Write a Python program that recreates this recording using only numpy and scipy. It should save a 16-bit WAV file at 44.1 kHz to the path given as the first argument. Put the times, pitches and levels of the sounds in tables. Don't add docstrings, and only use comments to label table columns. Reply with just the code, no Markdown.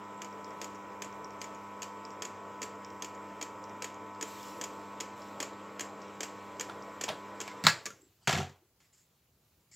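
import sys
import numpy as np
from scipy import signal
from scipy.fft import rfft, irfft
from scipy.io import wavfile
from scipy.ndimage import uniform_filter1d

SR = 44100
rng = np.random.default_rng(int(sys.argv[2]) if len(sys.argv) > 2 else 0)


def gain_from_db(level_db):
    decades = np.asarray(level_db, float) / 20
    return 10 ** decades


def wav_record(signal):
    frames = np.transpose(np.atleast_2d(signal))
    bounded = np.clip(frames, -1, 1)
    quanta = np.round(bounded * 32767).astype(np.int16)
    wavfile.write(sys.argv[1], SR, quanta)


N = 429975
SPAN = 12288
CLOCK = np.arange(N) / SR
HIT_CLOCK, HIT_HZ = np.arange(SPAN) / SR, np.fft.rfftfreq(SPAN, 1 / SR)

CUT_S = 7.69
RISE_KNOCK = 0.13
TOP_HZ = 15840

# f/Hz, level/dB [per Hz]
CUT_HISS = [(880, -33.5), (1500, -4), (1680, -3.5), (1830, -4), (2330, -1), (2580, -4), (4390, -15),
            (7590, -15.5), (9500, -40.5), (12400, -66), (20900, -120)]
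# f/Hz, level/dB [per Hz]
SLAM_COLOUR = [(150, -38), (250, -10.5), (342, -24.5), (380, -8), (519, -12), (735, -7.5), (1120, -8),
               (3400, -9.5), (5000, -15.5), (7440, -13.5), (8850, -31.5), (12500, -29), (16000, -42.5)]


def unit(x):
    return x / np.sqrt(np.mean(x ** 2, -1, keepdims=True) + 1e-20)


def along(points, hz):
    f, v = np.transpose(points)
    return np.interp(np.log(hz + 1), np.log(f + 1), v)


def humps(peaks, hz):
    return sum(db / (1 + ((hz - c) / w) ** 2) for c, w, db in peaks)


def bell(hz, centre, log_width):
    return np.exp(-(np.log(hz / centre + 1e-9) / log_width) ** 2)


def wobble(rate):
    knots = rng.standard_normal(int(N * rate / SR) + 4)
    return np.interp(np.arange(N) * rate / SR, np.arange(len(knots)), knots)


def rush(gain, patchy_db):
    hz, _, z = signal.stft(rng.standard_normal(N + 512), SR, nperseg=512)
    field = uniform_filter1d(rng.standard_normal(z.shape), size=9, axis=0)
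    field = uniform_filter1d(field, size=8, axis=1)
    patchy = z * gain_from_db(patchy_db * field / field.std())
    x = signal.istft(patchy, nperseg=512)[1][:N]
    return unit(irfft(rfft(x) * gain(np.fft.rfftfreq(N, 1 / SR)), N))


def strokes(rows, fade_s):
    s, rise, hold, db = np.transpose(rows)[:4, :, None]
    t = CLOCK - s
    fade = np.exp(-np.clip(t - rise - hold, 0, None) / fade_s)
    return gain_from_db(db) * np.clip(t / rise, 0, 1) * fade


def causal(db):
    cep = irfft(np.log(gain_from_db(db) + 1e-6), SPAN)
    cep = cep * np.r_[1, np.full(SPAN // 2 - 1, 2), np.zeros(SPAN // 2)]
    return np.exp(rfft(cep))


def place(times, rows):
    out = np.zeros(N + SPAN)
    fade = np.clip(4 - 4 * np.arange(SPAN) / SPAN, 0, 1)
    for s, row in zip(times, rows):
        out[round(s * SR):][:SPAN] += row * fade
    return out[:N]


def ring(hz, t60, db, swell_s=1e-5):
    turn = hz[..., None] * np.arange(SPAN) / SR
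    swell = (1 - np.exp(-2 * turn)) * (1 - np.exp(-HIT_CLOCK / swell_s)) ** 2
    decay = gain_from_db(db[..., None] - 60 * HIT_CLOCK / t60[..., None])
    return decay * np.sin(2 * np.pi * turn) * swell


def contacts(db, rasp_ms, colour_db, crack, near_db, near_t60, room_db, rise=RISE_KNOCK):
    # f/Hz, t60/s
    room_decay = [(200, 0.68), (1500, 0.36), (5000, 0.3), (9000, .27), (16000, 0.22)]
    noise = rng.standard_normal((len(db), 3, SPAN))
    u = HIT_CLOCK / (np.clip(rasp_ms, 0.5, 30)[:, None] / 1000)
    rasp = np.exp(-u ** 2) * (1 - np.exp(-u / rise))
    snap = crack * np.exp(-HIT_CLOCK / 0.00043)
    clatter = gain_from_db(near_db - 60 * HIT_CLOCK / near_t60) * (1 - np.exp(-u))
    close = noise[:, 0] * (rasp + snap + clatter)

    hz, ts, z = signal.stft(noise[:, 1], SR, nperseg=256)
    tail_gain = gain_from_db(room_db - 60 * ts / along(room_decay, hz)[:, None])
    tail = signal.istft(z * tail_gain, nperseg=256)[1][:, :SPAN]
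    tail = tail * (1 - np.exp(-HIT_CLOCK / 0.0067))

    lumps = uniform_filter1d(noise[:, 2, :SPAN // 2 + 1], size=90, axis=1)
    hit = irfft(rfft(close + tail) * causal(colour_db + 1.3 * unit(lumps)), SPAN)
    return hit / np.abs(hit).max(1, keepdims=True) * gain_from_db(db)[:, None]


def narrow(rows, rasp_ms, peak_db, width_hz):
    s, db, pitch = np.transpose(rows)[:3]
    colour = along(CUT_HISS, HIT_HZ) + peak_db / (1 + ((HIT_HZ - pitch[:, None]) / width_hz) ** 2)
    colour = colour - 12 / (1 + (HIT_HZ / 4200) ** 6)
    colour = colour - 10 / (1 + (8200 / (HIT_HZ + 1)) ** 12)
    return place(s, contacts(db + 3, rasp_ms, colour, crack=0.15, near_db=-10, near_t60=0.06, room_db=-20))


def blows(rows, spectrum, body, rasp_ms, crack, near_db, near_t60, room_db, knock_t60, panel_db):
    # f/Hz, level/dB, t60/s
    sheet_modes = [(1353, 1.5, 0.12), (1680, 0.5, 0.21), (2170, -4, 0.11), (2628, -7, 0.14),
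                   (4280, -5.5, 0.13), (4520, -13.5, 0.23), (4840, -12.5, 0.19), (956, -4, .13),
                   (1170, -4.5, 0.11), (1940, -3, 0.11), (5960, -17.5, 0.26), (7120, -23.5, 0.22),
                   (7000, -9.5, 0.21), (7590, -23, 0.3)]
    s, db, pitch, knock_db, low_db = np.transpose(rows)
    octaves_below = np.clip(np.log2(pitch[:, None] / (HIT_HZ + 1)), 0, None)
    colour = along(spectrum, HIT_HZ) - 1.5 * octaves_below
    hit = contacts(db, np.full(len(s), rasp_ms), colour, crack, near_db, near_t60, room_db)
    hit = hit + ring(pitch, np.full(len(s), knock_t60), db + knock_db - 4.5)
    for modes, mode_db in ((sheet_modes, db + panel_db), (body, db + low_db)):
        f, g, t60 = np.transpose(modes)
        scatter = rng.standard_normal((len(s), len(f), 2))
        hz = f * (1 + 0.003 * scatter[..., 0])
        hit = hit + ring(hz, np.minimum(t60, 0.5), mode_db[:, None] + g + 1.2 * scatter[..., 1]).sum(1)
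    return place(s, hit)


def motor():
    # multiple of twice the mains, level/dB
    pull = [(1, -2.5), (2, 2.5), (3, -0.5), (4, -5.5), (5, -5), (6, -16.5), (7, -15.5), (8, -7), (9, -1.5),
            (10, -7), (11, 0), (13, -4), (14, -21.5), (15, -7), (16, -20), (18, -13.5), (19, -10.5),
            (21, -18), (22, -15.5), (23, -14), (24, -13.5)]
    # t/s, share of a half wave
    phone_drift = [(0, 0), (4.5, 0), (5.6, 0.19), (5.85, 0.8), (7.1, 0.83), (7.5, 1), (7.7, 1)]
    mains2_hz, field_dies_s = 99.94, 0.039
    s, share = np.transpose(phone_drift)
    drift = np.interp(CLOCK, s, share, right=0)
    tenth_db = 14 - 6 * np.sin(np.pi * drift)
    beside_db = 4 - 4.5 * drift
    moved = {10: tenth_db, 9: beside_db, 13: beside_db}
    turn = 2 * np.pi * mains2_hz * CLOCK + 0.032 * wobble(2.2)
    hum = np.zeros(N)
    for k, db in pull:
        if k > 6:
            lag = np.pi / 2 * (k % 2) + np.pi / 40 * (k - 10) ** 2
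        else:
            lag = -np.pi / 4 * (k - 3) ** 2
        hum += gain_from_db(db + moved.get(k, 0) + 1.4 * wobble(5.8)) * np.cos(k * turn - lag)
    return gain_from_db(-55) * hum * np.clip((CUT_S - CLOCK) / field_dies_s + 1, 0, 1)


def running():
    # f/Hz, level/dB [per Hz]
    gear_noise = [(35, -56.5), (60, -19), (96, -9), (145, -11), (196, -9), (248, -8), (300, -6.5),
                  (351, -11.5), (411, -3), (736, -6.5), (994, -10.5), (1220, -16), (1320, -15), (1590, -24),
                  (2600, -30.5), (3380, -58.5), (5720, -120)]
    # f/Hz, width/Hz, level/dB
    casing_peaks = [(338, 9.9, 12), (366, 8.9, -9.5), (442.3, 11, 4), (636, 110, 2), (742, 18, -13.5),
                    (1056, 21, 2), (1160, 100, 9.5), (1250, 13, -5.5), (1400, 43, 10), (1510, 33, -11),
                    (1860, 25, 2.5)]
    # f/Hz, width/Hz, level/dB
    bearing_peaks = [(1880, 50, 3.5), (2430, 80, -2), (3230, 45, 3.5), (4445, 260, -7), (5096, 200, 4),
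                     (7655, 250, 8.5)]
    # f/Hz, level/dB [per Hz]
    chip_fizz = [(1470, -40.5), (2500, -13), (2720, -5), (4480, -7.5), (4990, -8.5), (6970, -7.5),
                 (7530, -1), (8800, -20), (13500, -12.5), (16000, -20)]
    # t/s, level/dB
    slide_jolts = [
        (4.47, 1.1),
        (4.68, 2.3),
        (5.48, 3.1),
        (6.69, 2.7),
    ]
    # t/s, rise/s, hold/s, level/dB
    hand_slips = [
        (.3, 0.23, 0.12, -74),
        (1.9, .15, .05, -85),
        (4.19, 0.087, 0.21, -58.5),
        (5.15, .03, 0.059, -67.5),
        (7.1, .3, .1, -78.5),
        (7.7, .05, .03, -79.5),
    ]
    # t/s, rise/s, hold/s, level/dB
    hiss_swells = [
        (7.42, 0.081, .01, -59),
        (7.64, 0.036, .005, -36),
    ]
    freed_s, stands_s, jolt_s = 4.6, 7.94, 0.18
    freed = CLOCK > freed_s
    coasting, halting = np.clip(CLOCK - CUT_S, 0, None), np.clip(CLOCK - stands_s, 0, None)

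    jolt_db = sum(db * np.clip(1 - abs(CLOCK - s) / jolt_s, 0, 1) for s, db in slide_jolts)
    gear_db = -50.5 + jolt_db - 58 * coasting - 111 * halting + 0.89 * wobble(9.8)
    gears = rush(lambda f: gain_from_db(along(gear_noise, f) + humps(casing_peaks, f)), patchy_db=1.2)

    slip = strokes(hand_slips, fade_s=0.21).sum(0)
    surge = strokes(hiss_swells, fade_s=0.044).sum(0)
    cut = np.hypot(gain_from_db(-61 + 1.5 * freed - 150 * coasting), gain_from_db(-2.5) * slip) + surge
    hiss = rush(lambda f: gain_from_db(along(CUT_HISS, f) + humps(bearing_peaks, f)), patchy_db=1.5)

    chips = np.hypot(gain_from_db(-77 + 2.4 * wobble(1.5) - 35 * halting), slip)
    fizz = rush(lambda f: gain_from_db(along(chip_fizz, f)), patchy_db=2.5)

    rub = gain_from_db(-74) * freed * (CLOCK < CUT_S) * rush(lambda f: bell(f, 4100, 0.15), patchy_db=2.5)
    return rub + gain_from_db(gear_db) * gears + cut * gain_from_db(0.6 * wobble(25)) * hiss + gain_from_db(3.5) * chips * fizz


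def workshop():
    # f/Hz, level/dB [per Hz]
    room_tone = [(15, -49.5), (25, -17), (43, 6.5), (64, 5), (153, -4), (293, -16), (344, -14.5),
                 (1790, -25.5), (6560, -28), (7310, -24), (8360, -33), (14800, -25.5), (16000, -27.5)]
    return gain_from_db(-66.5 + 0.9 * wobble(7.6)) * rush(lambda f: gain_from_db(along(room_tone, f)), patchy_db=1.5)


def loose_parts():
    # t/s, level/dB, settles after/ms, tips level/dB
    part_drops = [(0.445, -38, 61.5, -45), (1.2446, -37.5, 61, -42), (2.051, -36, 54, -55),
                  (2.847, -37, 55.5, -46), (3.64, -38.5, 55, -45), (4.4296, -39.5, 78, -70),
                  (5.219, -42, 65.4, -70), (6.0175, -42, 63.9, -70), (6.8233, -44, 71, -70)]
    # t/s, level/dB, f/Hz
    chip_clicks = [(0.0404, -55, 5770), (0.3264, -51, 5500), (1.1263, -49, 5700), (1.157, -58, 6670),
                   (1.6357, -56, 5600), (2.4319, -57, 5600), (.755, -46, 5700), (.7575, -54, 7600),
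                   (1.555, -50, 5830), (3.146, -50, 5800), (1.408, -45, 6460), (2.755, -56, 6500),
                   (4.1487, -48, 4920), (6.5685, -51, 4820)]
    # t/s, level/dB, f/Hz, length/ms
    slide_squeaks = [
        (0.173, -58, 7690, 12),
        (2.1134, -62, 7610, 14),
        (8.0114, -58, 7590, 15),
        (8.035, -64, 7660, 33),
    ]
    tip_hz = 6800
    rows = list(chip_clicks)
    for s, db, settle_ms, tip_db in part_drops:
        rows += [(s, db, 5510), (s + settle_ms / 1000, db - 8.5, 5500), (s + 0.303, tip_db, tip_hz)]
    s, db, pitch = np.transpose(rows)
    clicks = gain_from_db(-5.5) * narrow(rows, np.full(len(rows), 1.6), peak_db=19, width_hz=560)
    ring_db = db + 4.5 - 9 * (pitch == tip_hz)
    t60 = np.full(len(s), 0.009)
    rings = sum(ring(pitch * apart, t60, ring_db + g, swell_s=0.00036)
                for apart, g in ((0.92, -7), (1.03, -8.5), (1.31, -10)))
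    squeaks = narrow(slide_squeaks, np.transpose(slide_squeaks)[3], peak_db=33, width_hz=370)
    return clicks + place(s, rings) + squeaks


def die_holder():
    # t/s, level/dB, seats within/ms, rebound after/ms, rebound level/dB
    turn_ticks = [(0.218, -31, 4.1, 27, -39), (0.6148, -30.5, 3.8, 27.5, -33.5),
                  (1.0201, -30, 5.1, 24, -40.5), (1.415, -31, 4.3, 26, -35.5),
                  (1.8197, -30.5, 2.7, 8.1, -31), (2.221, -27.5, 2.8, 29, -32.5),
                  (2.618, -30, 2.4, 9.2, -30), (3.0221, -28, 4, 22, -33), (3.413, -32, 4.7, 12, -29.5),
                  (3.8217, -29, 4.4, 20.5, -30), (4.211, -29.5, 2.8, 14, -26.5),
                  (4.6121, -27, 5.5, 26, -28.5), (5.002, -30.5, 2.9, 2.8, -26.5),
                  (5.402, -26.5, 3.7, 24, -29), (5.7944, -30, 3.3, 12, -26.5),
                  (6.2058, -28, 3.9, 24.6, -27.5), (6.597, -27, 1.8, 11, -27.5),
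                  (7.011, -26.5, 5.3, 26, -25.5), (7.403, -28, 2.1, 8.7, -31.5)]
    # f/Hz, level/dB [per Hz]
    steel_colour = [(160, -37), (280, 8), (1010, -0.5), (1500, -8), (3260, -10.5), (3800, -13.5),
                    (6520, -2), (7730, -7), (9000, -24.5), (13500, -21), (16000, -33)]
    # f/Hz, width/Hz, level/dB
    holder_peaks = [(1817, 67, 0.5), (2300, 55, 2.5), (3260, 94, 0.5), (4720, 120, 1.5), (5900, 840, -4.5),
                    (6400, 160, -2.5), (7170, 120, 3), (7496, 78, 6.5)]
    # f/Hz, knock level/dB, rebound level/dB, t60/s
    holder_modes = [(312, -25, -24, .09), (441, -20, -23, 0.17), (1730, -16, -26, 0.036),
                    (2304, -18, -14, .035), (3276, -13, -15, 0.035), (5000, -12.5, -19, 0.024),
                    (5650, -20, -13, 0.036), (6470, -4, -7, 0.024), (6900, -15, -1, 0.032)]
    first, first_db, seat_ms, after_ms, again_db = np.transpose(turn_ticks)
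    count = len(first)
    s, db = np.r_[first, first + after_ms / 1000], np.r_[first_db, again_db]
    rasp_ms = np.r_[seat_ms, np.full(count, 4.86)]
    body_db = np.repeat([-8.5, -10], count)[:, None]
    crack = np.repeat([0.5, 0.04], count)[:, None]
    rise = np.repeat([RISE_KNOCK, 0.3], count)[:, None]

    colour = along(steel_colour, HIT_HZ) + humps(holder_peaks, HIT_HZ)
    colour = colour + (body_db + 14.5) / (1 + (HIT_HZ / 3600) ** 6)
    colour = colour - 13 / (1 + (HIT_HZ / 1450) ** 8)
    hit = contacts(db + 1, rasp_ms, colour, crack, near_db=-6, near_t60=0.085, room_db=-13, rise=rise)

    f, knock_db, rebound_db, t60 = np.transpose(holder_modes)
    mode_db = np.repeat([knock_db, rebound_db], count, axis=0)
    mode_db = db[:, None] + mode_db + 1.9 * rng.standard_normal((len(s), len(f)))
    swell_s = rise[..., None] * rasp_ms[:, None, None] / 2000
    return place(s, hit + ring(f, t60, mode_db, swell_s).sum(1))


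def lever():
    # t/s, level/dB, knock f/Hz, knock level/dB, cabinet thump level/dB
    grip_hits = [
        (6.6891, -39, 980, -13, -10),
        (6.6966, -34, 1370, 4.5, -20),
        (7.0808, -30.5, 910, 3, -14),
        (7.0855, -29.5, 3420, -3, -13),
        (7.0882, -26, 3200, -1, -21),
        (7.0907, -25.5, 816, 0, -16),
        (7.094, -32.5, 2700, -4, -21),
        (7.1005, -34, 653, 12, -5),
    ]
    tap_hits = [
        (7.4785, -27, 2270, -7.5, -30),
        (7.486, -43, 1010, 3, -16),
        (7.5148, -41, 2110, 3, -10.5),
    ]
    latch_hits = [(7.6286, -49.5, 973, -8, -7), (7.6389, -24.5, 1250, -8, -4.5),
                  (7.6435, -31, 4300, -3.5, -0.5), (7.65, -21.5, 1700, -0.5, 1),
                  (7.6555, -28, 4320, -3, -1.5), (7.6675, -7, 4100, 3, -40.5), (7.6678, -7, 1330, 9, -28),
                  (7.67, -11.5, 1330, 2.5, -30), (7.6735, -15, 2300, -2, -30),
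                  (7.6844, -18.5, 1900, -3.5, -16), (7.6905, -24, 2198, -2, -24),
                  (7.7008, -27, 7340, -1, -16), (7.7065, -27, 7000, -0.5, -21.5)]
    spring_hits = [
        (7.8562, -26.5, 1760, -11, -20),
        (7.8595, -31.5, 4350, -9, -34),
        (7.8623, -25, 2240, -10, -42),
        (7.8665, -31, 1170, -8, -24),
        (7.872, -40, 446, 2, -30),
        (7.9044, -36.5, 1380, -3, -15),
    ]
    # f/Hz, level/dB [per Hz]
    knuckle_colour = [(240, -34), (400, -6), (750, -2), (1000, -9.5), (1500, -11), (2400, -14),
                      (3350, -11.5), (4600, -18), (7600, -28), (16000, -39)]
    clack_colour = [(150, -46.5), (250, -23), (686, -8.5), (748, -13), (955, -3.5), (1350, -6.5),
                    (1550, -4), (2200, -6.5), (3170, -13.5), (4340, -4), (6140, -16.5), (7570, -11),
                    (8850, -26.5), (16000, -31)]
    twang_colour = [(150, -44), (250, -13), (460, -3), (800, -16), (1140, -8.5), (2240, -9.5),
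                    (4120, -16.5), (6820, -5.5), (8700, -24), (10200, -24), (16000, -30)]
    # f/Hz, level/dB, t60/s
    housing = [(100, -14.5, 0.57), (125.8, -7.5, 0.25), (158, -2.5, 0.16), (201, 0, 0.1)]
    grip = blows(grip_hits, knuckle_colour, housing, rasp_ms=3.1, crack=0.68, near_db=-10, near_t60=0.16,
                 room_db=-15.5, knock_t60=0.034, panel_db=-27)
    taps = blows(tap_hits, SLAM_COLOUR, housing, rasp_ms=0.8, crack=2.2, near_db=-8.5, near_t60=0.09,
                 room_db=-18.5, knock_t60=0.044, panel_db=-29)
    latch = blows(latch_hits, clack_colour, housing, rasp_ms=3.3, crack=2.5, near_db=-6, near_t60=0.14,
                  room_db=-16, knock_t60=0.0065, panel_db=-21.5)
    back = blows(spring_hits, twang_colour, housing, rasp_ms=2.9, crack=1.4, near_db=-9.5, near_t60=0.1,
                 room_db=-16.5, knock_t60=0.079, panel_db=-31)
    return grip + taps + latch + back


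def pedal():
    # t/s, rise/s, hold/s, level/dB
    door_groan = [
        (7.87, 0.028, .12, -65),
        (8.55, .06, 0.064, -75),
    ]
    # t/s, rise/s, hold/s, level/dB
    slide_down = [
        (8.205, 0.027, 0.042, -65),
    ]
    # f/Hz, width/Hz, level/dB
    slide_bands = [(780, 204, 7.5), (1350, 200, 6.4), (3100, 450, 11), (4800, 300, 9), (7200, 700, 8.4)]
    # t/s, level/dB, knock f/Hz, knock level/dB, cabinet thump level/dB
    pedal_hits = [(8.2736, -14.5, 1440, -10, -46), (8.2775, -14.5, 3300, -8, -11),
                  (8.2932, -18, 670, -3, -19), (8.2965, -19.5, 2150, -9, -17),
                  (8.3103, -23, 1000, -10, -20), (8.32, -29, 765, 4, -20), (8.328, -16.5, 3420, -10, -29),
                  (8.332, -21.5, 2600, -7, -5.5), (8.3465, -26, 700, 2, -20), (8.353, -26.5, 2120, -1, -14),
                  (8.3647, -27, 1520, -5, -1), (8.376, -25, 724, 1, -11), (8.381, -36, 7660, -17, -20),
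                  (8.3845, -26.5, 1870, -9, -10), (8.389, -33, 3700, -11, 5),
                  (8.4015, -30.5, 757, 6.5, -17), (8.409, -33.5, 1400, 0, 1), (8.418, -38, 2800, -1, -3),
                  (8.4288, -37, 740, 9, -10), (8.444, -41.5, 764, 8.5, -4), (8.468, -48, 725, 10, 1),
                  (8.496, -51, 5680, -9, 4), (8.8039, -54, 880, -13, -18)]
    # f/Hz, level/dB, t60/s
    cabinet_modes = [(92.5, -7.5, 0.3), (140, 6.5, 0.096), (185.8, -2, 0.08), (383.4, -8, 0.11),
                     (502, -11, 0.058)]
    groan = strokes(door_groan, fade_s=0.07).sum(0)
    groan = groan * rush(lambda f: np.exp(-((f - 350) / 90) ** 2), patchy_db=3)
    travel = strokes(slide_down, fade_s=0.01)[0]
    travel = travel * rush(lambda f: gain_from_db(humps(slide_bands, f)) * (f < 8300), patchy_db=5.5)
    slam = blows(pedal_hits, SLAM_COLOUR, cabinet_modes, rasp_ms=1.5, crack=1.96, near_db=-4.5, near_t60=0.085,
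                 room_db=-11.5, knock_t60=0.045, panel_db=-25)
    return groan + travel + gain_from_db(1.5) * slam


def sleeve():
    # f/Hz, width as log ratio
    cloth_bands = [(7200, 0.085), (5150, 0.14), (2050, 0.12), (2800, 0.96)]
    # t/s, rise/s, hold/s, level/dB, dull part/dB, broad part/dB
    brush_strokes = [
        (8.801, 0.002, 0.052, -78.5, -5, 4),
        (8.925, 0.007, 0.02, -71, -18, -4),
        (8.97, .01, 0.027, -74, -18, -4),
        (9.712, 0.004, .012, -63, -7, -12),
        (9.725, 0.02, .03, -61, -20, -15),
    ]
    *bands, broad = [rush(lambda f: bell(f, hz, wide * np.sqrt(2)), patchy_db=2) for hz, wide in cloth_bands]
    dull_db, broad_db = np.transpose(brush_strokes)[4:]
    gains = strokes(brush_strokes, fade_s=0.041)
    out = gain_from_db(broad_db) @ gains * broad
    for share, band in zip((0, 0.4, 1), bands):
        out = out + gain_from_db(share * dull_db) @ gains * band
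    return out


def scene():
    mono = motor() + running() + workshop() + loose_parts() + die_holder() + lever() + pedal() + sleeve()
    return np.array([mono, mono])


def top_cut(x):
    return signal.sosfilt(signal.butter(12, 16670, fs=SR, output="sos"), x)


def record(dry):
    # f/Hz, level/dB [per Hz]
    port_hiss = [(30, 5), (150, 0), (400, -1.5), (16000, 2)]
    hz = np.fft.rfftfreq(N, 1 / SR)
    low_cut = (1j * hz / (1j * hz + 63.7)) ** 4
    band = low_cut / (1 + (hz / TOP_HZ) ** 160)
    mid = irfft(rfft(dry[0]) * band, N)
    side = gain_from_db(-79.5) * rush(lambda f: gain_from_db(along(port_hiss, f)) * (f < TOP_HZ), patchy_db=2)
    return top_cut(np.array([mid + side, mid - side]))


dry = scene()
out = record(dry)
wav_record(out)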